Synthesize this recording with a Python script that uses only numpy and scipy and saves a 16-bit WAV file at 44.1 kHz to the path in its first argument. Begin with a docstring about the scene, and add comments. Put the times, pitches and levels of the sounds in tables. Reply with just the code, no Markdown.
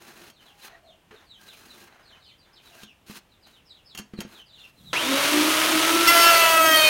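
"""An open workshop, one microphone close to the bench. A pen scratches over the wood, tracing a frame
onto a board; chicks peep, and far off there is a faint crow, later a single call. Pen and frame are set
down with a few knocks. Near 5 s a table router is switched on and spins up with a rush of cooling air
and a throbbing drone. Near 6 s the board meets the two-flute bit: its blows, two a turn, merge into a
howl that slowly sags in pitch under the load."""
import sys
import numpy as np
from scipy import signal
from scipy.fft import rfft, irfft, next_fast_len
from scipy.io import wavfile
from scipy.ndimage import uniform_filter1d

SR = 44100
rng = np.random.default_rng(int(sys.argv[2]) if len(sys.argv) > 2 else 0)


def dump(signal):
    """Clip the signal to [-1, 1] and save it as 16-bit WAV at the path in sys.argv[1]."""
    limited = np.clip(np.atleast_2d(signal).T, -1, 1)
    pcm = np.round(limited * 32767).astype(np.int16)
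    wavfile.write(sys.argv[1], SR, pcm)


N = 303828
TIME = np.arange(N) / SR
SWITCH_ON_S, BITE_S = 4.93, 6.071

# the loudest tones of the cut: t/s, then level/dB at 4, 6 and 8 times the turning rate
CUT_TONES = [(6.075, -18, -22, -22), (6.17, -20.5, -22, -38), (6.255, -16, -32, -23), (6.35, -20, -27, -28),
             (6.415, -22.5, -25, -17.5), (6.52, -23, -26.5, -31), (6.6, -16, -29, -25),
             (6.69, -22.5, -24, -26), (6.77, -23.5, -22.5, -26), (6.88, -33.5, -30, -18.5)]
# throbbing drone of the rotor's unbalance: t/s, level/dB
THROB = [(4.93, -36), (5.0, -37), (5.134, -24), (5.205, -43.5), (5.304, -32.5), (5.366, -20.5),
         (5.506, -26.5), (5.536, -34), (5.684, -31.5), (5.745, -22.5), (5.828, -33), (5.932, -24),
         (6.0, -26), (6.17, -32.5), (6.47, -44), (6.68, -32), (6.88, -41)]
# low modes of board and bench: f/Hz, level/dB, t60/s
BENCH_MODES = [(211, 1.5, 0.083), (255, -2.5, 0.11), (342, -1.5, 0.054), (430, -8, 0.08)]


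def cut(speed, turns, grain_db=3.0, tear_db=1.3, odd_db=-6.5, rasp_db=1.5, spray_db=-15.0):
    """The flutes strike twice a turn, one deeper than the other; fibres tear unevenly, chips spray."""
    # lesser tones of the bit: multiple of the turning rate, level/dB, slope/(dB/s)
    howl_tones = [(3, -23.5, -18.5), (5, -30, -3), (7, -36, 0)]
    # spectrum of the bit's upper tones: f/Hz, level/dB
    rasp_spectrum = [(2900, -18), (4000, -21.5), (5000, -19.5), (6500, -22), (8000, -21), (9500, -17),
                     (10500, -24.5), (13000, -17.5), (15500, -21.5)]
    # resonances of table and fence, lit up as a tone sags through: f/Hz, width/Hz, level/dB
    fence_modes = [(3060, 460, 14.5), (3746, 68, 9), (4342, 166, 15.5), (4683, 130, 11), (5420, 87, 9),
                   (6400, 330, 9.5), (8160, 73, 2), (11600, 410, 5.5)]
    # load on the bit, heard in rasp and chips: t/s, level/dB
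    bit_load = [(6.075, -12), (6.09, -12), (6.11, -21.5), (6.245, -18), (6.3, -22), (6.44, -23),
                (6.62, -23), (6.72, -21), (6.88, -22.5)]
    on = TIME > BITE_S
    _, sixfold, eightfold, load = (curve[on] for curve in in_time(CUT_TONES) + in_time(bit_load))
    phase = 2 * np.pi * (turns + .002 * drift(60))[on]   # the blows land slightly unevenly
    elapsed = TIME[on] - BITE_S

    def tone(k, db, uneven_db=grain_db):
        """One multiple of the turning rate, varied by the grain; high ones flutter faster."""
        flutter_hz = 8 + k / 2
        level = from_db(db + uneven_db * drift(flutter_hz)[on])
        return -np.sqrt(2) * level * np.cos(k * phase + .6 * drift(flutter_hz)[on])

    def response(hz):
        """Level/dB of an upper tone at its present pitch."""
        return at_hz(rasp_spectrum, hz) + sum(db * bump(hz, f, width) for f, width, db in fence_modes)

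    flare_db = 10.5 * np.exp(-((elapsed - .018) / .0066) ** 2)   # the flutes first dig in
    scream = (tone(6, sixfold, uneven_db=1) + tone(8, eightfold, uneven_db=1)) * from_db(flare_db - 1)
    howl = sum(tone(round(k), db + slope * elapsed) for k, db, slope in howl_tones)
    rasp = sum(tone(k, response(k * speed[on]) + odd_db * (k % 2)) for k in range(9, 51))
    puffs = rng.standard_normal(N) * (1 + np.cos(2 * np.pi * turns))
    chips = coloured(puffs, [(500, -4.5), (1500, -9), (7000, 14.0), (15000, 3)])[on]
    sound = np.zeros(N)
    sound[on] = scream + howl + from_db(load) * (from_db(rasp_db) * rasp + from_db(spray_db) * chips)
    tearing = rms_one(from_db(tear_db * drift(130)))
    return sound * tearing * after(BITE_S, .007)


def hum(speed, turns, shudder_hz=273.6):
    """Unbalance sounds once a turn, the two flutes at even multiples, clearer under load."""
    phase = 2 * np.pi * turns
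    loaded = after(BITE_S, .049)
    shudder_db = 10.5 * bump(speed, shudder_hz, width=9)   # the table shudders once on the way up
    twice_db = (1 - loaded) * (shudder_db - 35) - 22 * loaded
    idle_whine_db = np.maximum(-21.5 - .33 * (speed.max() - speed), -36)
    fourfold_db = np.where(TIME < BITE_S, idle_whine_db, in_time(CUT_TONES)[0] + 3.5)
    flutes = from_db(twice_db + 2 * drift(35)) * np.cos(2 * phase + .6 * drift(22))
    flutes += from_db(fourfold_db + drift(60)) * np.cos(4 * phase + .6 * drift(18))
    unbalance = from_db(in_time(THROB)[0] + 2.5) * np.sin(phase + (.4 + loaded) * drift(15))
    return (unbalance - flutes) * after(5.0, .11)


def cooling_air(speed, bright_hz=4830, build_s=.28):
    """The fan's rush starts with a jolt, builds up and brightens with speed."""
    # spectrum of the rush: f/Hz, level/dB
    air_spectrum = [(240, -62), (400, -6.5), (445, -13.5), (653, -5.5), (772, -13), (972, -4.5), (1190, -8),
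                    (1300, -4), (1690, -7.5), (2920, -5), (4920, -12), (6480, -13), (7440, -17),
                    (9210, -14.5), (15500, -21)]
    # the rush of air sinks during the cut, then recovers: t/s, level/dB
    rush_dip = [(6.07, -1), (6.25, 1.5), (6.45, -1), (6.62, -8), (6.72, -8.5), (6.88, -2)]
    rush = coloured(rng.standard_normal(N) * from_db(1.25 * drift(300)), air_spectrum)
    dull = signal.sosfiltfilt(signal.butter(1, bright_hz, fs=SR, output="sos"), rush)
    jolt_db = 4.5 * np.exp(-np.abs(TIME - SWITCH_ON_S) / .023)
    rush_db = -24 + 4 * after(SWITCH_ON_S, build_s) ** 2 + jolt_db + in_time(rush_dip)[0]
    return from_db(rush_db) * (dull + (rush - dull) * (speed / speed.max()) ** 1.6)


def motor(speed, turns, blade_count=14):
    """Air rushes, the unbalance shakes the table and the blades whistle on the run-up, over a rumble."""
    # modes of table top and motor housing: f/Hz, width/Hz, level/dB
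    table_modes = [(274, 34, -4.5), (306.3, 21, 5), (344.3, 13.5, 3), (610, 26, -32), (1030, 20, -20),
                   (1270, 97, -16)]
    air = cooling_air(speed)
    shake = rng.standard_normal(N)
    table = sum(from_db(db) * resonate(resonate(shake, hz, 2 * width), hz, 2 * width)
                for hz, width, db in table_modes)
    drone = from_db(in_time(THROB)[0] - 5) * rms_one(table)
    blades = np.sin(2 * np.pi * blade_count * turns + 1.1 * drift(120))
    whistle = blades * (from_db(-23.5) * bump(TIME, 4.977, .034) + from_db(-32.5) * bump(TIME, 5.05, .37))
    rumble = coloured(rng.standard_normal(N), [(25, -14), (80, -8.5), (170, -2), (500, -32), (2000, -33)])
    rumble *= from_db(-48.5) * after(4.69, .29)
    return (air + drone + whistle) * after(SWITCH_ON_S, .00084) + rumble


def spindle_speed(wobble_hz=.4):
    """Turns per second; the grain makes them waver once the bit is in the wood."""
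    # the spindle leaps up, creeps to its free speed and sags in the wood: t/s, turning rate/Hz
    run_up = [(4.93, 85), (4.965, 175), (5.0, 222), (5.06, 258), (5.16, 276), (5.38, 301), (5.5, 314),
              (5.72, 317), (5.85, 326), (6.0, 336), (6.08, 340), (6.27, 337.5), (6.65, 321.5),
              (6.78, 313.8), (6.89, 309)]
    return in_time(run_up)[0] + wobble_hz * drift(9.5) * (TIME > BITE_S)


def knocks(thud_s=.0019):
    """Each blow thumps the bench, clacks in the wood and clicks; hardness trades thump for click."""
    # pen and frame knocking on wood: t/s, level/dB, hardness/dB, clack/dB
    contacts = [(0.3, -49, 15.5, -8), (1.109, -57, 2, 11), (2.833, -38.5, 8, -15), (3.098, -39.5, 0.5, -9),
                (3.9495, -38.5, 13, -5.5), (3.9755, -36, 16, -12), (3.987, -34.5, 13, -7),
                (3.997, -40, -1, -16), (4.136, -41, -4.5, -5.5), (4.177, -46, 1, -7),
                (4.188, -34, -4, -10.5), (4.205, -32.5, 14.5, -8), (4.214, -42, 1, -1), (4.25, -44, -5, -5)]
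    # bright modes of a hard contact: f/Hz, level/dB, t60/s
    click_modes = [(2750, 4, 0.024), (3170, 2.5, 0.036), (4460, -1, 0.022), (5040, -8, 0.04),
                   (5590, -8.5, 0.073), (6412, -7.5, 0.1), (6850, -7, 0.063), (10800, -22, .026)]
    s, strength, hardness, clack_db = np.transpose(contacts)
    bright, dull = strength + hardness, strength - hardness

    def blows(db):
        """One impulse a blow."""
        return np.bincount((s * SR).astype(int), from_db(db), N)

    def burst(db, fade_s, low_hz, high_hz):
        """Dense, quickly dying modes, as a band of noise."""
        fade = signal.lfilter([1], [1, -np.exp(-1 / (fade_s * SR))], blows(db) + 1e-18)
        fade = uniform_filter1d(fade, int(.005 * SR))
        return fade * rms_one(band(rng.standard_normal(N), low_hz, high_hz))

    soft_contact = signal.butter(2, 1 / thud_s, fs=SR)
    push = signal.lfilter(*soft_contact, blows(dull + .5) + 1e-18)
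    thump = sum(from_db(db) * ring(push, hz, t60) for hz, db, t60 in BENCH_MODES)
    spot_db = rng.uniform(-3, 3, (len(s), len(click_modes)))   # each blow favours other modes
    click = sum(ring(blows(bright - 16 + db + spot_db[:, k]), hz, t60) * (-1) ** k
                for k, (hz, db, t60) in enumerate(click_modes))
    clack = burst(strength + clack_db, fade_s=.011, low_hz=440, high_hz=2500)
    crack = burst(bright - 16.5, fade_s=.0075, low_hz=1600, high_hz=15000)
    return shop(thump + click + clack + crack, wet_db=-12.5)


def pen(grain_db=1.5, ridge_db=2.0, press_s=.018, lift_s=.029):
    """The tip catches on fibres and bumps over growth rings; the board drums, the barrel resonates."""
    # pen, hand and frame sliding on wood: start/s, end/s, level/dB, scratch/dB, swell/dB, drumming/dB
    strokes = [(0, .315, -53.5, -1, -2.5, -5.5), (.403, 0.58, -61.5, -3.5, -9, -22),
               (0.543, 0.692, -57, 4, 13.5, -28), (.658, 0.816, -57, -14, -11, -27),
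               (1.108, 1.28, -58.5, -11, -5, -16), (1.36, 1.619, -59, 3, 8.5, -7),
               (1.6, 1.895, -59, 1, 0.5, -3.5), (1.864, 2.24, -59.5, -14, -3, -24),
               (2.45, 2.62, -65.5, -17, -2, -14), (2.59, 2.864, -59.5, 1.5, 10.5, -10),
               (3.058, 3.2, -52.5, 4, 3.5, -5), (3.461, 3.6, -64.5, 0, -11, -11),
               (4.258, 4.428, -55.5, -2, 3, -13), (4.512, 4.718, -65, 1.5, 9, -10)]
    # spectrum of the dull rubbing: f/Hz, level/dB
    rub_spectrum = [(88, -43), (150, -7), (204, -11.5), (367, -2.5), (507, -4.5), (700, -0.5), (1550, 1),
                    (2100, -2), (3950, -15), (5000, -20), (6500, -18), (11000, -120)]
    # spectrum of the bright scratching: f/Hz, level/dB
    scratch_spectrum = [(1470, -59), (2500, 4), (3950, -5.5), (4890, -2.5), (6850, -6.5), (7860, -8),
                        (9080, -7), (15500, -8)]
    # short squeaks of the pen, and one low ring after a tap: t/s, length/s, f/Hz, level/dB
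    short_notes = [(.725, 0.046, 1910, -57), (1.114, 0.047, 438, -56), (1.385, 0.12, 1600, -60.5),
                   (1.78, 0.098, 1630, -65), (2.777, 0.085, 1604, -60)]
    # resonances of the pen barrel: f/Hz, width/Hz, level/dB
    barrel_modes = [(1536, 19, -4), (4060, 290, 4), (6500, 600, -5.5), (9200, 600, -13)]
    rub, scratch, drum = np.zeros((3, N))
    for start, end, db, scratch_db, swell_db, drum_db in strokes:
        span = slice(int(start * SR), int(end * SR))
        t = TIME[span]
        landing_s = press_s * from_db(swell_db)   # a fading stroke lands hard, a swelling one gently
        contact = np.clip(np.minimum((t - start) / landing_s, (end - t) / lift_s), 0, 1)
        pressure = contact * from_db(db + swell_db * ((t - start) / (end - start) - .5))
        rub[span] += pressure
        scratch[span] += pressure * from_db(scratch_db)
        drum[span] += pressure * from_db(drum_db)
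    catches = from_db(grain_db * drift(300) + ridge_db * drift(25)) * rng.standard_normal((2, N))
    tip = rub * coloured(catches[0], rub_spectrum) + scratch * coloured(catches[1], scratch_spectrum)
    board = drum * rms_one(sum(from_db(db) * resonate(catches[0], hz, 28) for hz, db, _ in BENCH_MODES))
    held_notes = [(s, length, hz, hz, db) for s, length, hz, db in short_notes]
    tones = whistles(held_notes, gain_db=6.0, octave_db=-18, quaver=.013)
    barrel = sum(from_db(db) * resonate(tip, hz, width) for hz, width, db in barrel_modes)
    return shop(tip + board + tones + barrel, wet_db=-16.5)


def chicks():
    """Each peep is a short, steeply falling whistle."""
    # peeps: t/s, length/s, first f/Hz, last f/Hz, level/dB
    peeps = [(.32, 0.1, 4720, 2570, -64.5), (.435, 0.085, 4450, 2360, -61.5), (.58, 0.066, 4720, 3000, -61),
             (.835, 0.11, 4600, 2590, -62.5), (1.11, 0.097, 4530, 3280, -68),
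             (1.255, 0.12, 4800, 2670, -57), (1.46, 0.087, 4500, 2305, -54.5),
             (1.675, 0.078, 4500, 3100, -58.5), (2.02, 0.15, 5150, 2320, -59.5),
             (2.2, .12, 4430, 2065, -59.5), (2.23, 0.097, 5130, 3020, -56), (2.37, .1, 5380, 2950, -63.5),
             (2.525, 0.084, 5130, 2270, -58.5), (2.62, .135, 4650, 2310, -62.5),
             (2.775, 0.15, 4540, 2240, -59), (3.285, 0.07, 4650, 3190, -68.5),
             (3.412, 0.073, 5170, 2790, -60), (3.51, 0.099, 4430, 2180, -64.5),
             (3.65, 0.086, 5470, 3070, -58), (3.725, 0.084, 4450, 2400, -61.5),
             (3.845, .11, 5300, 2830, -55.5), (4.135, .07, 4730, 3480, -58), (4.31, 0.12, 4440, 2510, -54),
             (4.455, .08, 5000, 2900, -58), (4.515, 0.083, 4350, 2490, -55), (4.56, .11, 4630, 2134, -54),
             (4.75, 0.07, 4440, 3220, -62), (4.83, 0.14, 4340, 2630, -54.5)]
    return whistles(peeps, gain_db=4.0, octave_db=-18, quaver=.028, swell_db=2.0)


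def distant_fowl(fall=.043):
    """A faint crow far off, later a single call; each note sinks by a small share of its pitch."""
    # notes: t/s, length/s, f/Hz, level/dB
    notes = [(.44, 0.19, 835, -68), (.685, .11, 693, -57.5), (.825, 0.081, 664, -56),
             (0.9, 0.065, 673, -67), (2.694, .12, 690, -60)]
    sinking = [(s, length, hz, hz * (1 - fall), db) for s, length, hz, db in notes]
    return whistles(sinking, gain_db=2.5, octave_db=-28, quaver=.019)


def room_tone():
    """The quiet of the workshop: a faint, steady noise, strongest in the bass."""
    # spectrum of the background: f/Hz, level/dB
    room_spectrum = [(15, -34), (25, -0.5), (86, 3.5), (523, -6), (631, -5), (1490, -10.5), (2060, -11.5),
                     (2850, -9.5), (4260, -18.5), (5880, -21), (15500, -25.5)]
    return from_db(-62) * coloured(rng.standard_normal(N), room_spectrum)


def shop(x, wet_db, t60=.21, wall_cut_hz=6900):
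    """Direct sound plus a dull, diffuse tail off the walls, at unchanged power."""
    t = TIME[:SR]
    tail = band(rng.standard_normal(SR), 92, wall_cut_hz) * np.exp(-np.log(1000) * t / t60) * (t > .004)
    wet = from_db(wet_db)
    return (x + wet * signal.fftconvolve(x, tail / np.linalg.norm(tail))[:N]) / np.sqrt(1 + wet ** 2)


def whistles(calls, gain_db, octave_db, quaver, swell_db=0.0):
    """Each call is a gliding, fluttering whistle with a weak octave; it swells and fades."""
    out = np.zeros(N)
    waver = 1 + quaver * drift(78)
    for s, length, first_hz, last_hz, db in calls:
        span = slice(int(s * SR), int((s + length) * SR))
        u = np.linspace(0, 1, span.stop - span.start)
        phase = 2 * np.pi * np.cumsum((first_hz + (last_hz - first_hz) * u) * waver[span]) / SR
        swell = np.sqrt(np.abs(np.sin(np.pi * u))) * from_db(db + gain_db + swell_db * (u - .5))
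        out[span] += swell * (np.sin(phase) + from_db(octave_db) * np.sin(2 * phase))
    return out * rms_one(from_db(4 * drift(70)))


def from_db(db):
    """Decibels to gain."""
    return 10 ** (np.asarray(db) / 20)


def rms_one(x):
    """Scale to unit rms."""
    return x / np.sqrt(np.mean(x ** 2) + 1e-20)


def in_time(rows):
    """Each column of a curve at every sample."""
    s, *columns = np.transpose(rows)
    return [np.interp(TIME, s, c) for c in columns]


def at_hz(points, hz):
    """Read a spectrum on a log-frequency axis."""
    f, db = np.transpose(points)
    return np.interp(np.log(hz + 1), np.log(f), db)


def after(start_s, rise_s):
    """A ramp from silence to full level."""
    return np.clip((TIME - start_s) / rise_s, 0, 1)


def bump(x, centre, width):
    """A resonance-shaped swell: 1 at the centre, a half at half the width to either side."""
    return 1 / (1 + (2 * (x - centre) / width) ** 2)


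def drift(rate_hz):
    """A slow random wander with a spread of one."""
    r = np.exp(-80 * np.pi * rate_hz / SR)
    slow = signal.lfilter([1], [1, -2 * r, r * r], rng.standard_normal(N // 40 + 2002))[2000:]
    return np.interp(np.arange(N) / 40, np.arange(len(slow)), rms_one(slow))


def coloured(x, spectrum):
    """Give a steady excitation a spectrum (f/Hz, level/dB); rms 1."""
    size = next_fast_len(N)
    gain = from_db(at_hz(spectrum, np.arange(size // 2 + 1) * SR / size))
    return rms_one(irfft(rfft(x, size) * gain, size)[:N])


def band(x, low_hz, high_hz):
    """Band-pass."""
    return signal.sosfilt(signal.butter(2, [low_hz, high_hz], "band", fs=SR, output="sos"), x + 1e-18)


def ring(clicks, hz, t60):
    """A unit click sets a sine of height 1 ringing."""
    r, w = np.exp(-np.log(1000) / (t60 * SR)), 2 * np.pi * hz / SR
    return signal.lfilter([0, np.sin(w)], [1, -2 * r * np.cos(w), r * r], clicks + 1e-18)


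def resonate(x, hz, width_hz):
    """A resonance with a gain of 1 on top."""
    r, w = np.exp(-np.pi * width_hz / SR), 2 * np.pi * hz / SR
    return signal.lfilter(np.array([1, 0, -1]) * (1 - r * r) / 2, [1, -2 * r * np.cos(w), r * r], x)


def scene():
    """Bench work and router close to the microphone, poultry at a distance, room tone underneath."""
    speed = spindle_speed()
    turns = np.cumsum(speed) / SR
    router = motor(speed, turns) + hum(speed, turns) + shop(cut(speed, turns), wet_db=-14, t60=.3)
    poultry = shop(chicks() + distant_fowl(), wet_db=3, t60=.22)
    mono = router + poultry + room_tone() + pen() + knocks()
    return np.array([mono, mono])


def record(dry, peak_limit=.88, cutoff_hz=15900):
    """The highest peaks are rounded and the top treble is cut."""
    rounded = dry / (1 + (dry / peak_limit) ** 4) ** .25
    return signal.sosfilt(signal.ellip(10, .1, 80, cutoff_hz, fs=SR, output="sos"), rounded)


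dry = scene()
out = record(dry)
dump(out)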